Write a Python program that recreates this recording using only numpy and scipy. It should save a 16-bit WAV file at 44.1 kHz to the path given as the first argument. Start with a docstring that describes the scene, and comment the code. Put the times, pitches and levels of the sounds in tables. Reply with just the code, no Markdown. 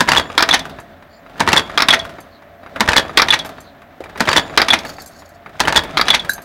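"""Close to a wire-bending machine: cams and motor rumble throughout, over faint shop noise and hiss.
Five cycles, one about every 1.4 s: the slide cuts the wire, two arms bend it and swing open, the slide lifts.
Blows are filtered noise plus fading tones; a steel stop and the arms ring on, and small joints tick.
The microphone is jolted at 4 s, a bent ring skitters from 4.8 s, and the loudest loose wire lands at 6.3 s.
The overloaded microphone rounds off the loudest peaks."""
import sys
import numpy as np
from scipy import signal
from scipy.fft import rfft, irfft
from scipy.io import wavfile

SR = 44100
rng = np.random.default_rng(int(sys.argv[2]) if len(sys.argv) > 2 else 0)


def unload_wav(signal):
    """Save mono or channel-first audio to the path in sys.argv[1] as 16-bit WAV at rate SR, clipped to [-1, 1]."""
    wavfile.write(
        sys.argv[1],
        SR,
        np.round(np.clip(np.atleast_2d(signal).T, -1, 1) * 32767).astype(np.int16),
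    )


N = 284004

# Strokes of the machine, all listed as (time [s], relative level [dB]).
# The slide cuts the wire: (time [s], level [dB])
CUT_STROKES = [(0.0057, 0), (1.4033, 0.5), (2.806, 0), (4.2048, 0), (5.6027, -1.5)]
# The second arm lands and grips the wire: (time [s], level [dB])
GRIP_STROKES = [(0.0871, 1), (1.4861, -1), (2.8872, -0.064), (4.288, -0.75), (5.6803, -0.077)]
# The arms close on the steel stop: (time [s], level [dB])
CLOSE_STROKES = [(0.1722, -0.67), (1.5704, -0.051), (2.9717, 0), (4.371, -1.4), (5.7672, 0)]
# The arms swing open: (time [s], level [dB])
OPEN_STROKES = [(0.3777, -2), (1.7756, -3.5), (3.173, -0.5), (4.5746, 0), (5.9711, -5)]
# The slide lifts: (time [s], level [dB])
LIFT_STROKES = [(0.489, -1.3), (1.8851, 1), (3.2845, 0.16), (4.6837, 0.91), (6.0828, 1)]
# Tone colour of the lifting slide, also used for the ticking joints: (frequency [Hz], relative level [dB])
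LIFT_SPECTRUM = [(40, -21.5), (130, -20.5), (250, 0), (450, -5.5), (900, 6.5), (1150, 3), (1900, 7.5),
                 (2850, 2), (3700, 5), (4700, -3.5), (6100, -2.5), (7000, -13), (10500, -16.5),
                 (15000, -29)]
# Tone colour of scraping wire: (frequency [Hz], relative level [dB])
SCRAPE_SPECTRUM = [(1000, -17), (3600, -12), (4600, 9), (5300, -4), (6200, 2.5), (7600, -2.5), (9500, -15),
                   (11500, -5), (13000, -20), (15000, -12)]


def amp(db):
    """Turns decibels into a plain multiplier."""
    return 10 ** (np.asarray(db) / 20)


def evened(x):
    """Scales a sound to an average (rms) strength of 1."""
    return x / np.sqrt(np.mean(x ** 2) + 1e-20)


def read(points, hz):
    """Reads a curve between its points, with frequency spaced as the ear hears it (logarithmically)."""
    f, value = np.transpose(points)
    return np.interp(np.log(hz + 1), np.log(f + 1), value)


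def add(mix, s, sound):
    """Mixes a sound in at time s, cutting off what runs past the end."""
    part = mix[max(0, round(s * SR)):][:len(sound)]
    part += sound[:len(part)]


def noise(colour, count=N):
    """Steady noise with a given tone colour and an rms of 1."""
    gain = amp(read(colour, np.fft.rfftfreq(count, 1 / SR)))
    return evened(irfft(rfft(rng.standard_normal(count)) * gain, count))


def drift(hz):
    """Slow random wandering, up to roughly hz swings a second, with an rms of 1."""
    keep_slow = np.exp(-(np.fft.rfftfreq(N, 1 / SR) / hz) ** 2)
    return evened(irfft(rfft(rng.standard_normal(N)) * keep_slow, N))


def fuzzy(hz, width_hz, count):
    """A tone blurred into a narrow band of noise, with an rms of 1."""
    lowpass = signal.butter(2, width_hz / 2, fs=SR, output="sos")
    band = signal.sosfilt(lowpass, rng.standard_normal((2, count + SR // 4)))
    wobble = (band[0] + 1j * band[1])[-count:]  # the filter has settled by then
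    return evened((wobble * np.exp(2j * np.pi * hz * np.arange(count) / SR)).real)


def causal(gain_db):
    """A filter with this tone colour whose energy comes as early as possible (minimum phase)."""
    log_gain = np.log(amp(np.r_[gain_db, gain_db[-2:0:-1]]))
    return np.fft.ifft(np.exp(np.conj(signal.hilbert(log_gain)))).real


def ring(modes, t):
    """Fading sine tones, each started at a random point of its swing."""
    return sum(amp(db - 60 * t / t60) * np.sin(2 * np.pi * (hz * t + rng.random())) for hz, db, t60 in modes)


def dense_ring(t60s, size=16384):
    """Stands for countless close tones: noise split into bands that each fade at their own speed."""
    t, hz = np.arange(size) / SR, np.fft.rfftfreq(size, 1 / SR)
    centres = [f for f, _ in t60s]
    spectrum = rfft(rng.standard_normal(size))
    out = np.zeros(size)
    for band, (_, t60) in zip(np.eye(len(t60s)), t60s):
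        share = read(list(zip(centres, band)), hz)  # 1 at its own centre, 0 at the neighbours
        out += irfft(spectrum * share) * amp(-60 * t / t60)
    return out


def drive():
    """The drive whines as blurred, unsteady tones over the steady noise of the shop."""
    # Shop noise: (frequency [Hz], relative level [dB])
    shop_spectrum = [(15, -32.5), (25, -13), (43, 3), (175, -8), (217, 5), (394, -6.5), (439, -7.5),
                     (714, 3), (863, -5), (1440, -6), (1740, -4), (4490, -30), (6210, -51.5), (7110, -54.5),
                     (16000, -52.5)]
    # Whine tones: (frequency [Hz], width [Hz], level [dB])
    whine_tones = [(87.6, 9, -56), (572, 8.3, -54.5), (604, 14, -58), (675, 9, -58), (692, 3.1, -52.5)]
    whine = sum(amp(db) * fuzzy(hz, width, N) for hz, width, db in whine_tones)
    return whine + amp(-47) * noise(shop_spectrum)


def cam_load():
    """The load on the cams in dB; its curve starts over at every cut."""
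    # Load through a cycle: (time since the cut [s], relative level [dB])
    load_curve = [(0, -25.5), (.16, -27.5), (.27, -30.5), (.5, -25), (.78, -36), (1.02, -45.5),
                  (1.28, -42.5), (1.4, -31.5)]
    t, starts = np.arange(N) / SR, np.array([s for s, _ in CUT_STROKES])
    cycle = np.maximum(np.searchsorted(starts, t) - 1, 0)
    return np.interp(t - starts[cycle], *np.transpose(load_curve))


def cams(gain_db, grains_per_s=200, grain_share=0.6, flutter_db=-1.0, dull_hz=4500):
    """Rollers grind over the cams: steady noise and small dull rattles, louder under load."""
    # Rumble: (frequency [Hz], relative level [dB])
    cam_spectrum = [(18, -43.5), (30, -10), (75, -1), (311, -1), (394, -1), (499, -3), (666, 4),
                    (866, -9.5), (1280, -5.5), (2750, -19), (3580, -15), (5450, -26.5), (16000, -42)]
    grains = rng.standard_normal(N) * (rng.random(N) < grains_per_s / SR)
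    t = np.arange(2048) / SR
    grain = rng.standard_normal(len(t)) * amp(-60 * t / 0.18)
    colour = causal(read(cam_spectrum, np.fft.rfftfreq(len(t), 1 / SR)))
    rattle = signal.fftconvolve(grains, signal.fftconvolve(grain, colour))[:N]
    rattle = evened(signal.sosfilt(signal.butter(2, dull_hz, fs=SR, output="sos"), rattle))
    share = np.clip(grain_share, 0, 1)
    level = amp(cam_load() + gain_db + flutter_db * drift(23))
    return level * (np.sqrt(share) * rattle + np.sqrt(1 - share) * noise(cam_spectrum))


def feed():
    """Wire rubs through the feed guide: a narrow band of noise, some hissing, one thin, often sinking in pitch."""
    # Rubs: (time [s], length [s], start pitch [Hz], end pitch [Hz], half width [Hz], level before the fades [dB])
    rubs = [(1.07, 0.15, 4480, 4670, 302, -56), (1.075, 0.17, 7160, 7160, 40, -66),
            (2.29, 0.13, 4570, 3700, 330, -53), (3.519, 0.125, 4670, 4370, 330, -58),
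            (3.603, 0.14, 4500, 3680, 330, -51.5)]
    out = np.zeros(N)
    for s, length, start_hz, end_hz, half_width_hz, db in rubs:
        count = round(length * SR)
        lowpass = signal.butter(2, half_width_hz, fs=SR, output="sos")
        band = signal.sosfilt(lowpass, rng.standard_normal(SR))[:count]
        glide = np.sin(2 * np.pi * np.cumsum(np.linspace(start_hz, end_hz, count)) / SR)
        add(out, s, amp(db) * evened(band * glide) * np.hanning(count))
    return out


def chatter(gain_db, ticks_per_s=130, spread_db=4.5, t60=0.011, steepness=2.2, size=2048):
    """Loose joints tick at random while the cams are loaded and fade steeply as the load eases."""
    happens = rng.random(N) < ticks_per_s / SR
    strength = amp(spread_db * np.minimum(rng.exponential(1, N), 3)) * happens
    crack = rng.standard_normal(size) * amp(-60 * np.arange(size) / SR / t60)
    tick = signal.fftconvolve(crack, causal(read(LIFT_SPECTRUM, np.fft.rfftfreq(size, 1 / SR))))
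    load_db = cam_load()
    level = amp(gain_db + steepness * (load_db - load_db.max()))
    return level * evened(signal.fftconvolve(strength, tick)[:N])


def thumps(rise=0.005, width=0.3):
    """Heavy moves shake the bed with short, dull booms (blurred fading tones); one jolt shakes the microphone."""
    # Thumps in every cycle: (time since the cut [s], relative level [dB], pitch [Hz], time to fade by 60 dB [s])
    bed_thumps = [(-.001, -12, 223, 0.089), (0.077, -23, 80, 0.11), (0.174, -23, 70, 0.085)]
    # Booms of the one jolt: (time [s], relative level [dB], pitch [Hz], time to fade by 60 dB [s])
    jolt_booms = [(4.003, -26.5, 314, 0.037), (4.004, -16.5, 448, 0.038), (4.005, -16, 618, 0.055)]
    out, t = np.zeros(N), np.arange(SR // 3) / SR
    booms = [(s + delay, db, hz, t60) for s, _ in CUT_STROKES for delay, db, hz, t60 in bed_thumps]
    for s, db, hz, t60 in booms + list(jolt_booms):
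        level = amp(db - 60 * t / t60) * (1 - np.exp(-t / rise))
        add(out, s, level * fuzzy(hz, width * hz, len(t)))
    return out


def skitter(skips_per_s=170, t60=0.048, scrape_share=0.21, flutter_db=4.5, count=90, channels=3):
    """A bent ring skips and scrapes down the chute; each touch sounds many thin tones."""
    # Loudness of the skitter: (time [s], relative level [dB])
    skitter_level = [(4.78, -64), (4.86, -44), (4.96, -50), (5.07, -50), (5.11, -56), (5.17, -49.5),
                     (5.249, -62), (5.32, -56.5), (5.39, -87)]
    t = np.arange(SR // 8) / SR
    hz = rng.uniform(3500, 15500, count)
    touches = np.zeros(N)
    for side in np.array_split(hz, channels):  # each side of the ring has its own tones
        skips = rng.standard_normal(N) * (rng.random(N) < skips_per_s / SR)
        tones = ring([(f, read(SCRAPE_SPECTRUM, f), t60) for f in side], t)
        touches += signal.fftconvolve(skips, tones)[:N]
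    s, db = np.transpose(skitter_level)
    level = np.interp(np.arange(N) / SR, s, amp(db), left=0, right=0) * amp(flutter_db * drift(28))
    return level * evened(evened(touches) + scrape_share * noise(SCRAPE_SPECTRUM))


def wire(rise=0.00064, blur_hz=110, detune=0.0045, spread_db=3, scrape_db=-3, scrape_t60=0.089):
    """Loose bits of wire land and buzz against the steel, which blurs their tones."""
    # Landings: (time [s], relative level [dB], share of low bending tones [0-1], share of high tones [0-1])
    wire_hits = [(0.799, -43.5, 0.16, 0.87), (2.204, -40.5, 0.1, 0.7), (3.458, -38, 0.15, 0.98),
                 (3.604, -42.5, 0, 1), (5.018, -35, 0.23, 0.67), (5.06, -35.5, 0.08, 0.75),
                 (5.075, -40, 0, 0.9), (5.16, -50, 0.66, 0), (5.291, -49, 0.2, 0.7),
                 (6.294, -17.5, 0.61, 0.56), (6.315, -27, 0.4, 0.46), (6.333, -25.5, 0.05, .7),
                 (6.419, -38, 0.05, 0.67)]
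    # Natural tones of the wire: (frequency [Hz], relative level [dB], time to fade by 60 dB [s])
    wire_modes = [(1590, 11, 0.054), (3970, 1.5, 0.059), (6300, -12, 0.18), (6900, -14, 0.059),
                  (7530, -2.5, 0.042), (8420, -12.5, 0.12), (9370, -12, 0.076), (10180, -13.5, 0.079),
                  (11050, -11.5, 0.17), (11800, 0.5, 0.032), (12860, -16, 0.12), (14010, -8, .08)]
    out, t = np.zeros(N), np.arange(SR // 5) / SR
    for s, db, low, high in wire_hits:
        sound = amp(scrape_db - 60 * t / scrape_t60) * high * noise(SCRAPE_SPECTRUM, count=len(t))
        for hz, level, t60 in wire_modes:
            share = low if hz < 5000 else high
            tone = fuzzy(hz * (1 + detune * rng.standard_normal()), blur_hz, len(t))
            sound += share * amp(level + spread_db * rng.uniform(-0.5, 1) - 60 * t / t60) * tone
        add(out, s, amp(db) * sound * (1 - np.exp(-t / rise)))
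    return out


def arms(gain_db=-5, rise=.002, blur_hz=70):
    """The bending arms keep a thin, high ring after they land; the sliding wire blurs it."""
    # Natural tones of the arms: (frequency [Hz], relative level [dB], time to fade by 60 dB [s])
    arm_modes = [(3130, -6, 0.31), (4610, 3.5, 0.29), (5300, -8.5, 0.39), (6800, -13.5, 0.27),
                 (7050, -14, 0.82)]
    # Strength in each of the five cycles: (relative level [dB])
    arm_levels = [-25, -30.5, -31.5, -22, -35]
    out, t = np.zeros(N), np.arange(SR // 2) / SR
    for (s, _), db in zip(GRIP_STROKES, arm_levels):
        tone = sum(amp(level - 60 * t / t60) * fuzzy(hz, blur_hz, len(t)) for hz, level, t60 in arm_modes)
        add(out, s, amp(gain_db + db) * tone * (1 - np.exp(-t / rise)))
    return out


def stop(rise=0.0017, close_db=8, lift_db=10, rebound_db=3, lift_delay=.0198, rebound_delay=.1115, detune=.015):
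    """The steel stop rings as the arms close and the slide lifts, then more softly as the slide rebounds."""
    # Natural tones of the stop: (frequency [Hz], relative level [dB], time to fade by 60 dB [s])
    stop_modes = [(3450, -4, 0.038), (3414, -24, 0.09), (3593, -16.5, 0.028), (3330, -19, 0.14),
                  (3810, -24, 0.063), (4030, -22.5, 0.051), (4540, -37, 0.22)]
    # Strength of the rebound in each of the five cycles: (relative level [dB])
    rebound_levels = [-16.5, -8.5, -8.5, -30, -7.5]
    out, t = np.zeros(N), np.arange(SR // 4) / SR
    hits = [(s, close_db + db) for s, db in CLOSE_STROKES]
    hits += [(s + lift_delay, lift_db + db) for s, db in LIFT_STROKES]
    hits += [(s + rebound_delay, rebound_db + db) for (s, _), db in zip(LIFT_STROKES, rebound_levels)]
    for s, db in hits:
        stiffness = 1 + detune * rng.uniform(-1, 1)  # the contact shifts the pitch a little
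        tone = ring([(hz * stiffness, level, t60) for hz, level, t60 in stop_modes], t)
        add(out, s, amp(db) * tone * (1 - np.exp(-t / rise)))
    return out


def rattles(strokes, rattle, scatter_db=4.0, ring_scatter=0.11, slop=.02):
    """Repeats a pattern of knocks at every stroke; loose joints vary each in time, strength and pitch."""
    rows = []
    for s, stroke_db in strokes:
        for delay, db, bright_db, part_hz in rattle:
            late, harder, higher = rng.uniform(-1, 1, 3)
            play = min(abs(delay), .03)
            time = s + delay + slop * play * late
            level_db = stroke_db + db + scatter_db * harder
            rows.append((time, level_db, bright_db, part_hz * np.exp(ring_scatter * higher)))
    return rows


def knocks(rows, colour, gain_db, crack_t60, casting_db, frame_db, part_db, part_t60=.02, rise=0.00073, size=4096):
    """Steel meets steel: a crack and a brief ring of the touching part, then castings and frame ring on."""
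    # How long the heavy castings sound: (frequency [Hz], time to fade by 60 dB [s])
    casting_fades = [(60, .45), (250, 0.16), (900, 0.12), (2000, 0.11), (4500, 0.09), (14000, 0.057)]
    # Natural tones of the machine frame: (frequency [Hz], relative level [dB], time to fade by 60 dB [s])
    frame_modes = [(58, -31.5, 0.43), (228, -24.5, 0.21), (504, -29.5, 0.23), (664, -27, 0.7),
                   (867, -13, 0.067), (1198, -11, 0.067), (1830, -20.5, .06), (2650, -23.5, .07),
                   (3095, -54, .07), (3820, -15, .04), (4770, -21, 0.047), (5730, -31.5, 0.057),
                   (6580, -25, 0.027), (10100, -32.5, 0.094)]
    out, hz, t = np.zeros(N), np.fft.rfftfreq(size, 1 / SR), np.arange(3 * size) / SR
    treble = read([(2200, 0.062), (4800, 1.0)], hz)  # where brightness acts
    middle = signal.butter(2, [400, 2800], "band", fs=SR, output="sos")
    attack = round(.004 * SR)
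    onset = 1 - np.exp(-t / rise)  # the oil film softens the first contact
    frame = np.array([amp(frame_db + db - 60 * t / t60) * np.exp(2j * np.pi * f * t)
                      for f, db, t60 in frame_modes])
    for s, db, bright_db, part_hz in rows:
        crack = rng.standard_normal(len(t)) * amp(-60 * t / crack_t60)
        body = amp(casting_db) * dense_ring(casting_fades, size=len(t))
        blow = signal.fftconvolve(crack + body, causal(read(colour, hz) + bright_db * treble))[:len(t)]
        blow /= signal.sosfilt(middle, (onset * blow)[:attack]).std()  # level goes by the attack's midrange
        phases = np.exp(2j * np.pi * rng.random((len(frame_modes), 1)))  # each blow meets the frame elsewhere
        blow += ring([(part_hz, part_db, part_t60)], t) + (phases * frame).real.sum(0)
        add(out, s, amp(db + gain_db) * onset * blow)
    return out


# Every rattle below lists its knocks as
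# (delay after the stroke [s], relative level [dB], brightness [dB], pitch of the touching part [Hz]).


def slack_knocks():
    """Slack in the cams and wire feed knocks lightly around each opening, with stray knocks between."""
    # Tone colour: (frequency [Hz], relative level [dB])
    slack_spectrum = [(40, -11), (250, 3), (700, 2.5), (1800, 1.5), (3500, -10.5), (6000, -21),
                      (15000, -27.5)]
    # Rattle of the slack: (delay [s], level [dB], brightness [dB], pitch [Hz])
    slack_rattle = [(-.122, -27.5, -14, 710), (-.078, -23, -8.5, 1150), (-.036, -32.5, -7, 1300),
                    (.2757, -21.5, 7, 1600), (.318, -29.5, 9, 1300), (.409, -28.5, -10, 900),
                    (.646, -36.5, -1, 1100), (.886, -32.5, -11.5, 1150), (.918, -39.5, 2.5, 1250),
                    (.98, -35, -8, 1398)]
    # Stray knocks outside the cycle: (time [s], level [dB], brightness [dB], pitch [Hz])
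    strays = [(1.379, -31.5, 5.5, 1680), (2.6326, -34.5, -10, 666), (2.7599, -21.5, -4.5, 1463),
              (4.005, -32, 7, 705), (4.039, -28.5, 7.5, 2350), (4.0971, -33.5, 0.5, 723),
              (4.1579, -24, -13, 1020), (4.1755, -26.5, 9, 1970), (4.2535, -21, 7, 3130),
              (5.6519, -16, 2, 3000), (5.8364, -25, 9.5, 980), (6.0699, -20, -8, 3940)]
    rows = rattles([(s, 0) for s, _ in OPEN_STROKES], slack_rattle) + list(strays)
    return knocks(rows, slack_spectrum, gain_db=-5.0, crack_t60=0.005, casting_db=-13.5, frame_db=6, part_db=10.5)


def lifting_blows():
    """The slide lifts, then chatters into its guide."""
    # The slide meets its guide: (time [s], level [dB])
    seatings = [(0.5361, 0), (1.9348, 0.11), (3.3326, 0.12), (4.7322, 0.22), (6.1395, 0.15)]
    # Rattle of the lift: (delay [s], level [dB], brightness [dB], pitch [Hz])
    lift_rattle = [(0, -2.5, -0.5, 3600), (.008, -18.5, -11, 2100), (0.021, -6.5, -0.5, 3450)]
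    # Rattle in the guide: (delay [s], level [dB], brightness [dB], pitch [Hz])
    seat_rattle = [(-.008, -9.5, -5, 1457), (0, -1.5, -5.5, 1973), (.005, -4, 0, 1766),
                   (.0085, -8.5, 4, 3800), (.057, -25.5, 13.5, 2060)]
    rows = rattles(LIFT_STROKES, lift_rattle) + rattles(seatings, seat_rattle)
    return knocks(rows, LIFT_SPECTRUM, gain_db=-7.0, crack_t60=0.025, casting_db=-11.5, frame_db=-1.0, part_db=3.0)


def opening_blows():
    """The arms swing open and knock at the end of their swing."""
    # Tone colour: (frequency [Hz], relative level [dB])
    open_spectrum = [(40, -30), (130, -26.5), (300, -3.5), (600, -5), (1050, 2), (1250, 5), (1900, 1.5),
                     (2350, 1.5), (2900, -9.5), (3450, -2), (5300, -8), (5800, -15), (8000, -28),
                     (15000, -32.5)]
    # The arms reach the end of their swing: (time [s], level [dB])
    swing_ends = [(0.424, -0.5), (1.8211, -0.5), (3.2192, 2), (4.617, -2), (6.0124, -3)]
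    # Rattle of the opening: (delay [s], level [dB], brightness [dB], pitch [Hz])
    open_rattle = [(0, -0.5, 3, 3417), (.0052, -5, 3.5, 1308), (.014, -9.5, 8.5, 1347),
                   (.0235, -3, -14, 1280), (.028, -6.5, 2, 1597)]
    # Rattle at the end of the swing: (delay [s], level [dB], brightness [dB], pitch [Hz])
    swing_rattle = [(0, -3, 6.5, 5010), (.0095, -12.5, -5, 1132)]
    rows = rattles(OPEN_STROKES, open_rattle) + rattles(swing_ends, swing_rattle)
    return knocks(rows, open_spectrum, gain_db=-5, crack_t60=0.022, casting_db=-15, frame_db=-1.0, part_db=7.5)


def forming_blows():
    """The slide cuts; the first arm touches, the second grips, the wire slips and the arms close."""
    # Tone colour: (frequency [Hz], relative level [dB])
    form_spectrum = [(40, -17.5), (90, -9), (220, -2.5), (470, -2), (580, 0.5), (720, -2), (900, 5.5),
                     (1200, 0.5), (1750, 3.5), (2500, -5.5), (3700, -7), (5200, -13), (7000, -18.5),
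                     (15000, -35)]
    # The first arm touches the wire: (time [s], level [dB])
    arm_touches = [(0.0755, -4.5), (1.4751, 2.5), (2.8767, 0), (4.2738, -1), (5.6738, -0.5)]
    # The wire slips two or three times as it bends: (time [s], level [dB])
    slips = [(0.1177, 6.5), (0.133, 0.5), (.149, 0.5), (1.5192, -1), (1.5301, 9), (2.9181, -2.5),
             (2.9322, 4.5), (4.3147, -3.5), (4.3299, 1), (4.3526, -6.5), (5.7241, 3.5), (5.7454, -8)]
    # Rattle of the cut: (delay [s], level [dB], brightness [dB], pitch [Hz])
    cut_rattle = [(-.007, -21, 7, 2000), (0, -4, 10, 890), (.006, -6, -23, 950)]
    # Rattle of the touch: (delay [s], level [dB], brightness [dB], pitch [Hz])
    touch_rattle = [(0, -8, -1, 1300), (.0065, -10, -7, 2100)]
    # Rattle of the grip: (delay [s], level [dB], brightness [dB], pitch [Hz])
    grip_rattle = [(0, -2, -1, 1840), (.0025, -11, 11, 4570), (.012, -14.5, -5.5, 1540),
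                   (.021, -14.5, -7.5, 1231)]
    # Rattle of a slip: (delay [s], level [dB], brightness [dB], pitch [Hz])
    slip_rattle = [(0, -9, 4.5, 2700), (.005, -17.5, -1, 1310)]
    # Rattle of the closing: (delay [s], level [dB], brightness [dB], pitch [Hz])
    close_rattle = [(-.0115, -7, -4.5, 1970), (-.007, -3.5, 5.5, 3870), (0, -12, 13, 3530),
                    (.008, -4, 7.5, 3320), (.024, -10.5, 5, 3570)]
    rows = rattles(CUT_STROKES, cut_rattle) + rattles(arm_touches, touch_rattle)
    rows += rattles(GRIP_STROKES, grip_rattle) + rattles(slips, slip_rattle)
    rows += rattles(CLOSE_STROKES, close_rattle)
    return knocks(rows, form_spectrum, gain_db=-5.5, crack_t60=0.018, casting_db=-14.5, frame_db=-3.5, part_db=5.5)


def workshop(x, wet_db, build_up=0.0062):
    """Adds a faint tail from the walls and the machine's guards: noise that builds up, then fades."""
    # (frequency [Hz], time to fade by 60 dB [s])
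    tail = dense_ring([(100, 0.65), (700, 0.45), (2500, 0.29), (6000, 0.1), (14000, 0.24)], size=SR)
    tail *= 1 - np.exp(-np.arange(len(tail)) / SR / build_up)
    return x + amp(wet_db) * signal.fftconvolve(x, tail / np.linalg.norm(tail))[:N]


def scene():
    """Blows, rings, ticks, thumps and loose wire sound into the workshop; cams, drive and feed run underneath."""
    blows = forming_blows() + opening_blows() + lifting_blows() + slack_knocks()
    near = blows + stop() + arms() + chatter(gain_db=-35) + wire() + skitter() + thumps()
    return (workshop(near, wet_db=-17.5) + cams(gain_db=-4.5) + drive() + feed())[None]


def record(dry, ceiling=1.0, knee=5, edge_hz=16000):
    """The microphone hisses faintly, rounds off the loudest peaks and loses the highest treble."""
    # Hiss: (frequency [Hz], relative level [dB])
    hiss_spectrum = [(1000, -10.5), (6000, 3), (9000, -5.5), (15000, 7.5)]
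    heard = dry + amp(-62.5) * noise(hiss_spectrum)
    clipped = heard / (1 + abs(heard / ceiling) ** knee) ** (1 / knee)
    lowpass = signal.firwin(401, edge_hz, window=("kaiser", 8), fs=SR)
    return signal.oaconvolve(clipped, lowpass[None], "same")


dry = scene()
out = record(dry)
unload_wav(out)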